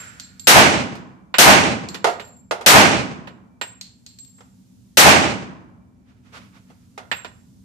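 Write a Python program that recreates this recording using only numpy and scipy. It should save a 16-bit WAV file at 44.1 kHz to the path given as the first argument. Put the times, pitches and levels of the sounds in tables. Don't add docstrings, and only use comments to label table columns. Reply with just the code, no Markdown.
import sys
import numpy as np
from scipy import signal
from scipy.fft import rfft, irfft, next_fast_len
from scipy.io import wavfile
from scipy.ndimage import uniform_filter1d, map_coordinates

SR = 44100
rng = np.random.default_rng(int(sys.argv[2]) if len(sys.argv) > 2 else 0)


def unload_wav(signal):
    wavfile.write(
        sys.argv[1],
        SR,
        np.round(np.clip(np.atleast_2d(signal).T, -1, 1) * 32767).astype(np.int16),
    )


N = 336924

# start_s, strength_db, pitch_hz of the case thrown out
SHOTS = [(0.471, -1, 7480), (1.384, -0.5, 7390), (2.6621, -0.5, 7490), (4.9713, -1, 7472)]
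# start_s, level_db of the blow, treble_db,
# ring_db of the case
PARTITION_HITS = [(0.9528, -36, 11, -62), (1.3408, -14.5, -9, -40.5), (1.9445, -24.5, 7, -63),
                  (2.197, -27.5, -2, -42.5), (3.2724, -32, -1.5, -66), (3.6127, -20.5, 1.5, -32.5),
                  (7.1146, -15, -7.5, -31.5), (7.2463, -29, 1, -64)]
# freq_hz, likeness (1 = identical)
RUMBLE_LIKENESS = [(60, 1), (240, 0.54), (950, -0.0013), (3770, -0.04), (15000, -0.07)]


def amp(db):
    return 10 ** (np.asarray(db) / 20)


def unit(x):
    return x / np.sqrt(np.mean(x ** 2) + 1e-20)


def along(points, hz):
    f, v = np.transpose(points)
    return np.interp(np.log(hz + 1), np.log(f + 1), v)


def clock(count):
    return np.arange(count) / SR


def wobble(rate):
    knots = rng.standard_normal(int(N * rate / SR) + 4)
    return map_coordinates(knots, [clock(N) * rate])


def sides(right_db):
    return amp(np.array([[-right_db], [right_db]]) / 2)


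def add(track, s, sound):
    part = track[:, round(s * SR):][:, :sound.shape[1]]
    part += sound[:, :part.shape[1]]


def noise(spectrum, count, lifts=(), alike=None):
    # freq_hz, likeness (1 = identical, -1 = opposed)
    usual_likeness = [(60, -0.66), (130, 0.81), (290, 0.2), (640, 0.73), (1200, -0.33), (3000, 0.13),
                      (10000, 0.05)]
    # freq_hz, right_minus_left_db
    wall_lean = [(100, 2.5), (300, -1), (600, 4), (1100, 3.5), (2200, 6), (4200, -1), (7500, 2),
                 (13000, 4.5)]
    hz = np.fft.rfftfreq(count, 1 / SR)
    db = along(spectrum, hz)
    for centre, width, lift in lifts:
        db = db + lift / (1 + (2 * (hz - centre) / width) ** 2)
    likeness = along(usual_likeness if alike is None else alike, hz)
    turn = np.arccos(np.clip(likeness, -1, 1)) / 2
    mid, side = rfft(rng.standard_normal((2, count))) * amp(db) * [np.cos(turn), np.sin(turn)]
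    lean = amp(along(wall_lean, hz) / 2)
    return unit(irfft([(mid + side) / lean, (mid - side) * lean], count))


def dying(x, t60s, hold=0):
    hz, t, z = signal.stft(x, SR, nperseg=256)
    fall = amp(-60 * np.maximum(t - hold, 0) / along(t60s, hz)[:, None])
    return signal.istft(z * fall, SR, nperseg=256)[1][:, :x.shape[1]]


def ventilation(vent_db=-51):
    # freq_hz, density_db
    rumble = [(20, -25.5), (45, -11), (90, -4), (120, -1), (155, -10.5), (188, 1.5), (215, -8.5),
              (245, -0.5), (310, -17.5), (400, -24), (600, -29.5), (1000, -34.5), (2000, -45),
              (4000, -92.5)]
    return amp(vent_db + wobble(1.7)) * noise(rumble, N, alike=RUMBLE_LIKENESS)


def fan_tone(hz, db, flutter_db=2, drift_rad=.7):
    level = amp(db + flutter_db * wobble(2.9))
    phase = drift_rad * np.array([wobble(4.8), wobble(2.3)])
    return level * np.sqrt(2) * np.sin(2 * np.pi * hz * clock(N) + phase)


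def fan_hum(trim_db=-1):
    # pitch_hz, level_db before the trim
    tones = [(118.4, -69), (188.4, -63), (242.2, -69.5), (915.2, -85.5)]
    return sum(fan_tone(hz, db + trim_db) for hz, db in tones)


def hiss(hiss_db=-65, dip_db=-11, dip_time=1.3, recovery=.1):
    # freq_hz, density_db
    hiss_colour = [(500, -25), (900, -7.5), (2000, -8.5), (3500, -4.5), (6700, -1.5), (9000, -6),
                   (14500, -11)]
    t = clock(N)
    dips = [(t > s) * (1 - np.tanh((t - s - dip_time) / recovery)) / 2 for s, *_ in SHOTS]
    return amp(hiss_db + dip_db * np.max(dips, axis=0)) * noise(hiss_colour, N)


def opening_echo(wash_db=-39, t60=1.1):
    # freq_hz, density_db
    wash_colour = [(200, -29.5), (400, -12), (950, -12.5), (1500, 0), (2300, -8.5), (3500, -13.5),
                   (6500, -16), (10000, -23), (14500, -35)]
    # freq_hz, width_hz, lift_db
    wash_rings = [(1450, 90, 5), (2360, 180, 4)]
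    return amp(wash_db - 60 * clock(N) / t60) * noise(wash_colour, N, wash_rings) * sides(1.5)


def background():
    return ventilation() + fan_hum() + hiss() + opening_echo()


def clothes(lower_s=6.41, lower_db=-52, swell_db_per_s=37 + 26, ease_db_per_s=37, uneven_db=4.7, shift_db=3):
    # start_s (its middle), width_s, level_db
    sleeve_stroke = (6.361, 0.031, -41)
    # freq_hz, density_db
    cloth = [(240, -34), (400, -6), (804, -7.5), (1290, -2), (1740, -7), (2320, -7), (5860, -16.5),
             (13900, -36), (15000, -36)]
    # freq_hz, density_db
    weight_shift = [(40, -23.5), (90, -1.5), (250, -4), (400, -20.5), (900, -60)]
    t = clock(N)
    effort_db = np.minimum(swell_db_per_s * (t - lower_s), ease_db_per_s * (lower_s - t))
    rub = amp(lower_db + effort_db + uneven_db * wobble(27))
    when, width, stroke_db = sleeve_stroke
    stroke = amp(stroke_db) * np.exp(-((t - when) / width) ** 4)
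    rustle = (rub + stroke) * noise(cloth, N) * sides(0.787)
    rumble = amp(shift_db) * rub * noise(weight_shift, N, alike=RUMBLE_LIKENESS)
    return rustle + rumble


def bounces(count=5, shrink=.49, loss_db=7, glance_db=-8.5, topple_s=.09, topple_db=-13):
    # start_s, level_db of the first landing, first_flight_s,
    # rim_bounce (index of the landing on the rim), ring_db of that landing
    falls = [(0.1983, -24.5, .1975, 1, -33), (1.8872, -25.5, .21, 0, -39.5), (3.8117, -24, .252, 2, -38.5)]
    landings = []
    for s, db, flight, rim, ring_db in falls:
        for k in range(count):
            when = s + flight * sum(shrink ** j for j in range(k))
            miss_db = 0 if k == round(rim) else glance_db
            landings.append((when, db - loss_db * k, ring_db + miss_db))
        landings.append((when + topple_s, db - loss_db * count, ring_db + topple_db))
    return landings


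def case_pitch(s, earlier_case_hz=7410):
    return ([earlier_case_hz] + [hz for fired, _, hz in SHOTS if fired < s])[-1]


def brass(earlier_ring_db=-34, split_hz=24, scatter_hz=25, scatter=1.0):
    # pitch_ratio, level_db, t60_s
    mouth_modes = [(1, -3.5, 0.5), (1.597, -19, 0.27)]
    out, t = np.zeros((2, N)), clock(SR // 2)
    for s, *_, db in [(0, earlier_ring_db)] + PARTITION_HITS + bounces():
        for ratio, level, t60 in mouth_modes:
            hz = case_pitch(s) * ratio
            phase = rng.uniform(0, 2 * np.pi, (2, 2, 1))
            pair = np.sin(2 * np.pi * hz * t + phase[0])
            pair = pair + 0.31 * np.sin(2 * np.pi * (hz + split_hz) * t + phase[1])
            band = 1 / (1 + ((np.fft.rfftfreq(len(t), 1 / SR) - hz) / scatter_hz) ** 2)
            waver = unit(irfft(rfft(rng.standard_normal((2, len(t)))) * band, len(t)))
            envelope = amp(db + level - 60 * t / t60) * (1 - np.exp(-t / 0.0011))
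            add(out, s, envelope * (pair + scatter * waver))
    return out * sides(1.4)


def contact(spectrum, t60, room_db, room_t60, lifts=(), rise=.0005):
    t = clock(SR // 2)
    direct = noise(spectrum, len(t), lifts) * amp(-60 * t / t60)
    room_t60s = [(1000, room_t60), (7000, 0.67 * room_t60), (14000, .5 * room_t60)]
    echo = dying(noise(spectrum, len(t), lifts), room_t60s)
    echo = amp(room_db) * echo * (1 - np.exp(-t / 0.0051))
    return (direct + echo) * (1 - np.exp(-t / rise))


def tilted(spectrum, body_db, treble_db):
    tilt = [(600, body_db), (1500, 0), (3000, 0), (6000, treble_db)]
    return [(hz, db + along(tilt, hz)) for hz, db in spectrum]


def floor_ticks(snap_db=-2, hollow_db=-5):
    # freq_hz, density_db
    tick = [(300, -30), (1500, -17), (3000, -8.5), (4300, -3.5), (5500, -5.5), (7000, -3.5), (10000, -21.5),
            (14500, -23.5)]
    # freq_hz, width_hz, lift_db
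    case_air = (4300, 480, 12)
    out = np.zeros((2, N))
    for s, db, _ in bounces():
        snap = amp(snap_db) * noise(tick, SR // 2) * amp(-60 * clock(SR // 2) / 0.013)
        hollow = contact(tick, t60=0.057, room_db=-10, room_t60=.55, lifts=[case_air], rise=0.000323)
        add(out, s, amp(db) * sides(.8) * (snap + amp(hollow_db) * hollow))
    return out


def bench_knocks(lift_db=7, treble_db=-5.5):
    # start_s, level_db, body_db, t60_s
    knocks = [(2.043, -6.5, -1, 0.1), (2.068, -13.5, 3.5, 0.21), (2.51, -12, 1, 0.13),
              (2.61, -27, -2, 0.12), (4.383, -50, -10, 0.086), (4.406, -41.5, -6.5, 0.084),
              (6.701, -46, -4, 0.11), (6.977, -27, -2.5, 0.11)]
    # freq_hz, density_db
    knock_colour = [(100, -31.5), (250, -21.5), (400, 1.5), (520, -1.5), (720, -2), (1000, -5.5),
                    (1400, -8.5), (2000, -14), (4000, -14.5), (7000, -17), (10000, -25), (14500, -36.5)]
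    # freq_hz, width_hz
    bench_modes = [(494, 11), (710, 80), (894, 57), (1230, 60), (1400, 130), (1895, 42), (2080, 140),
                   (2700, 53), (3400, 40)]
    out = np.zeros((2, N))
    board = [(hz, width, lift_db) for hz, width in bench_modes]
    for s, db, body_db, t60 in knocks:
        colour = tilted(knock_colour, body_db, treble_db)
        knock = contact(colour, t60, room_db=-12.5, room_t60=0.47, lifts=board)
        add(out, s, amp(db) * sides(.8) * knock)
    return out


def partition_clacks(lift_db=8, firm_db=-21.5, body_per_db=0.78, right_db=3.5):
    # freq_hz, density_db
    clack_colour = [(100, -20.5), (300, -11), (500, -5.5), (1000, -6.5), (1600, -4.5), (2700, -8.5),
                    (4000, -8.5), (6000, -19.5), (9000, -29), (14500, -36)]
    # freq_hz, width_hz
    partition_modes = [(237, 27), (1000, 61), (1450, 63), (1850, 80), (2400, 34), (2600, 93), (2900, 110),
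                       (3540, 27)]
    out = np.zeros((2, N))
    wall = [(hz, width, lift_db) for hz, width in partition_modes]
    for s, db, treble_db, _ in PARTITION_HITS:
        colour = tilted(clack_colour, body_per_db * (firm_db - db), treble_db)
        clack = contact(colour, t60=.11, room_db=-16.0, room_t60=.5, lifts=wall, rise=0.0003)
        add(out, s, amp(db) * sides(right_db) * clack)
    return out


def stall_crack(count):
    # freq_hz, density_db
    crack_colour = [(25, -34), (80, -9.5), (200, -7), (500, -4.5), (1000, -1.5), (2000, 0), (3600, -4.5),
                    (5500, -4), (9000, -10), (14500, -13)]
    # freq_hz, t60_s
    stall_decay = [(100, .5), (1000, 1), (5000, 0.34), (9000, 0.49), (13000, 0.33)]
    crack = dying(noise(crack_colour, count), stall_decay, hold=.03)
    return crack * (1 - np.exp(-clock(count) / 0.00016))


def lane_answer(count, boom_db=-2, arrival=.08, swell=0.0077, early_db=-13, linger_db=-42, linger_t60=2.3,
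                return_db=-4, return_time=.105, return_width=.028):
    # freq_hz, density_db
    boom_colour = [(25, -40), (50, -16.5), (75, -4.5), (130, -4), (220, 0), (400, -4), (800, 1.5),
                   (1300, -2.5), (2700, -4.5), (3600, -10), (6000, -12.5), (9000, -19), (11000, -35),
                   (14500, -62)]
    # freq_hz, t60_s
    lane_decay = [(60, 0.69), (170, 1.137), (250, 1.4), (400, 0.64), (1000, 0.46), (2500, 0.6),
                  (5000, 0.56), (8000, 0.53), (12000, 0.15)]
    # freq_hz, width_hz, lift_db
    standing_waves = [(186, 12, 5), (220, 12, 3), (283, 14, 3), (340, 14, 4), (424, 16, 3), (596, 30, 3),
                      (660, 30, 3), (792, 16, 6), (930, 36, 3), (1227, 20, 5), (1514, 20, 4), (2358, 30, 4)]
    # delay_s, width_s, lift_db
    late_returns = [(0.284, 0.029, 3), (.34, 0.03, 3.5), (0.459, 0.014, 3)]
    # freq_hz, density_db
    backstop = [(40, -25), (80, 0), (140, -8.5), (300, -9), (500, -6), (850, -1), (1150, -6), (1600, -7.5),
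                (4000, -29), (12000, -54.5)]
    # freq_hz, density_db
    far_end = [(60, -15.5), (200, 0.5), (500, 1.5), (1200, -10), (2500, -16.5), (4000, -27.5), (9000, -64)]
    # freq_hz, width_hz, lift_db
    steel_ring = (2335, 45, 19)
    t = clock(count)
    boom = dying(noise(boom_colour, count, standing_waves), lane_decay, hold=0.12)
    lifts_db = [db * np.exp(-((t - delay) / width) ** 2) for delay, width, db in late_returns]
    echoes = amp(boom_db) * boom * amp(sum(lifts_db)) * sides(0.87)
    linger = amp(linger_db - 60 * t / linger_t60) * noise(far_end, count, standing_waves + [steel_ring])
    build = amp(early_db / (1 + np.exp(np.minimum((t - arrival) / swell, 50))))
    build = build * (1 - np.exp(-t / 0.0046))
    bloom = amp(return_db) * np.exp(-((t - return_time) / return_width) ** 2)
    return build * (echoes + linger) + bloom * noise(backstop, count, standing_waves)


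def report(crack_db=-2):
    count = 2 * SR
    return amp(crack_db) * stall_crack(count) * sides(-4.4) + lane_answer(count)


def pistol(fresh=.45):
    out, same = np.zeros((2, N)), report()
    for s, db, _ in SHOTS:
        add(out, s, amp(db) * (same + fresh * report()) / np.hypot(1, fresh))
    return out


def scene():
    cases = brass() + floor_ticks() + bench_knocks() + partition_clacks()
    return background() + clothes() + cases + pistol()


def record(dry, ceiling_db=0., top=0.97, hardness=7, makeup_db=-1.21, spit_above=0.38, spit_db=-10,
           low_hz=50, order=4, top_hz=15000):
    # freq_hz, density_db
    spit_colour = [(5000, -42.5), (9000, -7), (11000, 4.5), (14500, 0.5)]
    power = np.abs(uniform_filter1d(dry ** 2, size=400, axis=1))
    held = dry / (1 + (power / amp(ceiling_db) ** 2) ** 2) ** (1 / 4)
    clipped = amp(makeup_db) * held / (1 + np.abs(held / top) ** hardness) ** (1 / hardness)
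    drive = np.sqrt(np.abs(uniform_filter1d(clipped ** 2, size=800, axis=1)))
    spit = amp(spit_db) * np.maximum(drive - spit_above, 0) * noise(spit_colour, N)
    high_pass = signal.butter(order, low_hz, "high", fs=SR, output="sos")
    thinned = signal.sosfilt(high_pass, clipped + spit)
    size = next_fast_len(N + SR)
    edge = np.clip((top_hz - np.fft.rfftfreq(size, 1 / SR)) / 400, 0, 1)
    return irfft(rfft(thinned, size) * edge, size)[:, :N]


dry = scene()
out = record(dry)
unload_wav(out)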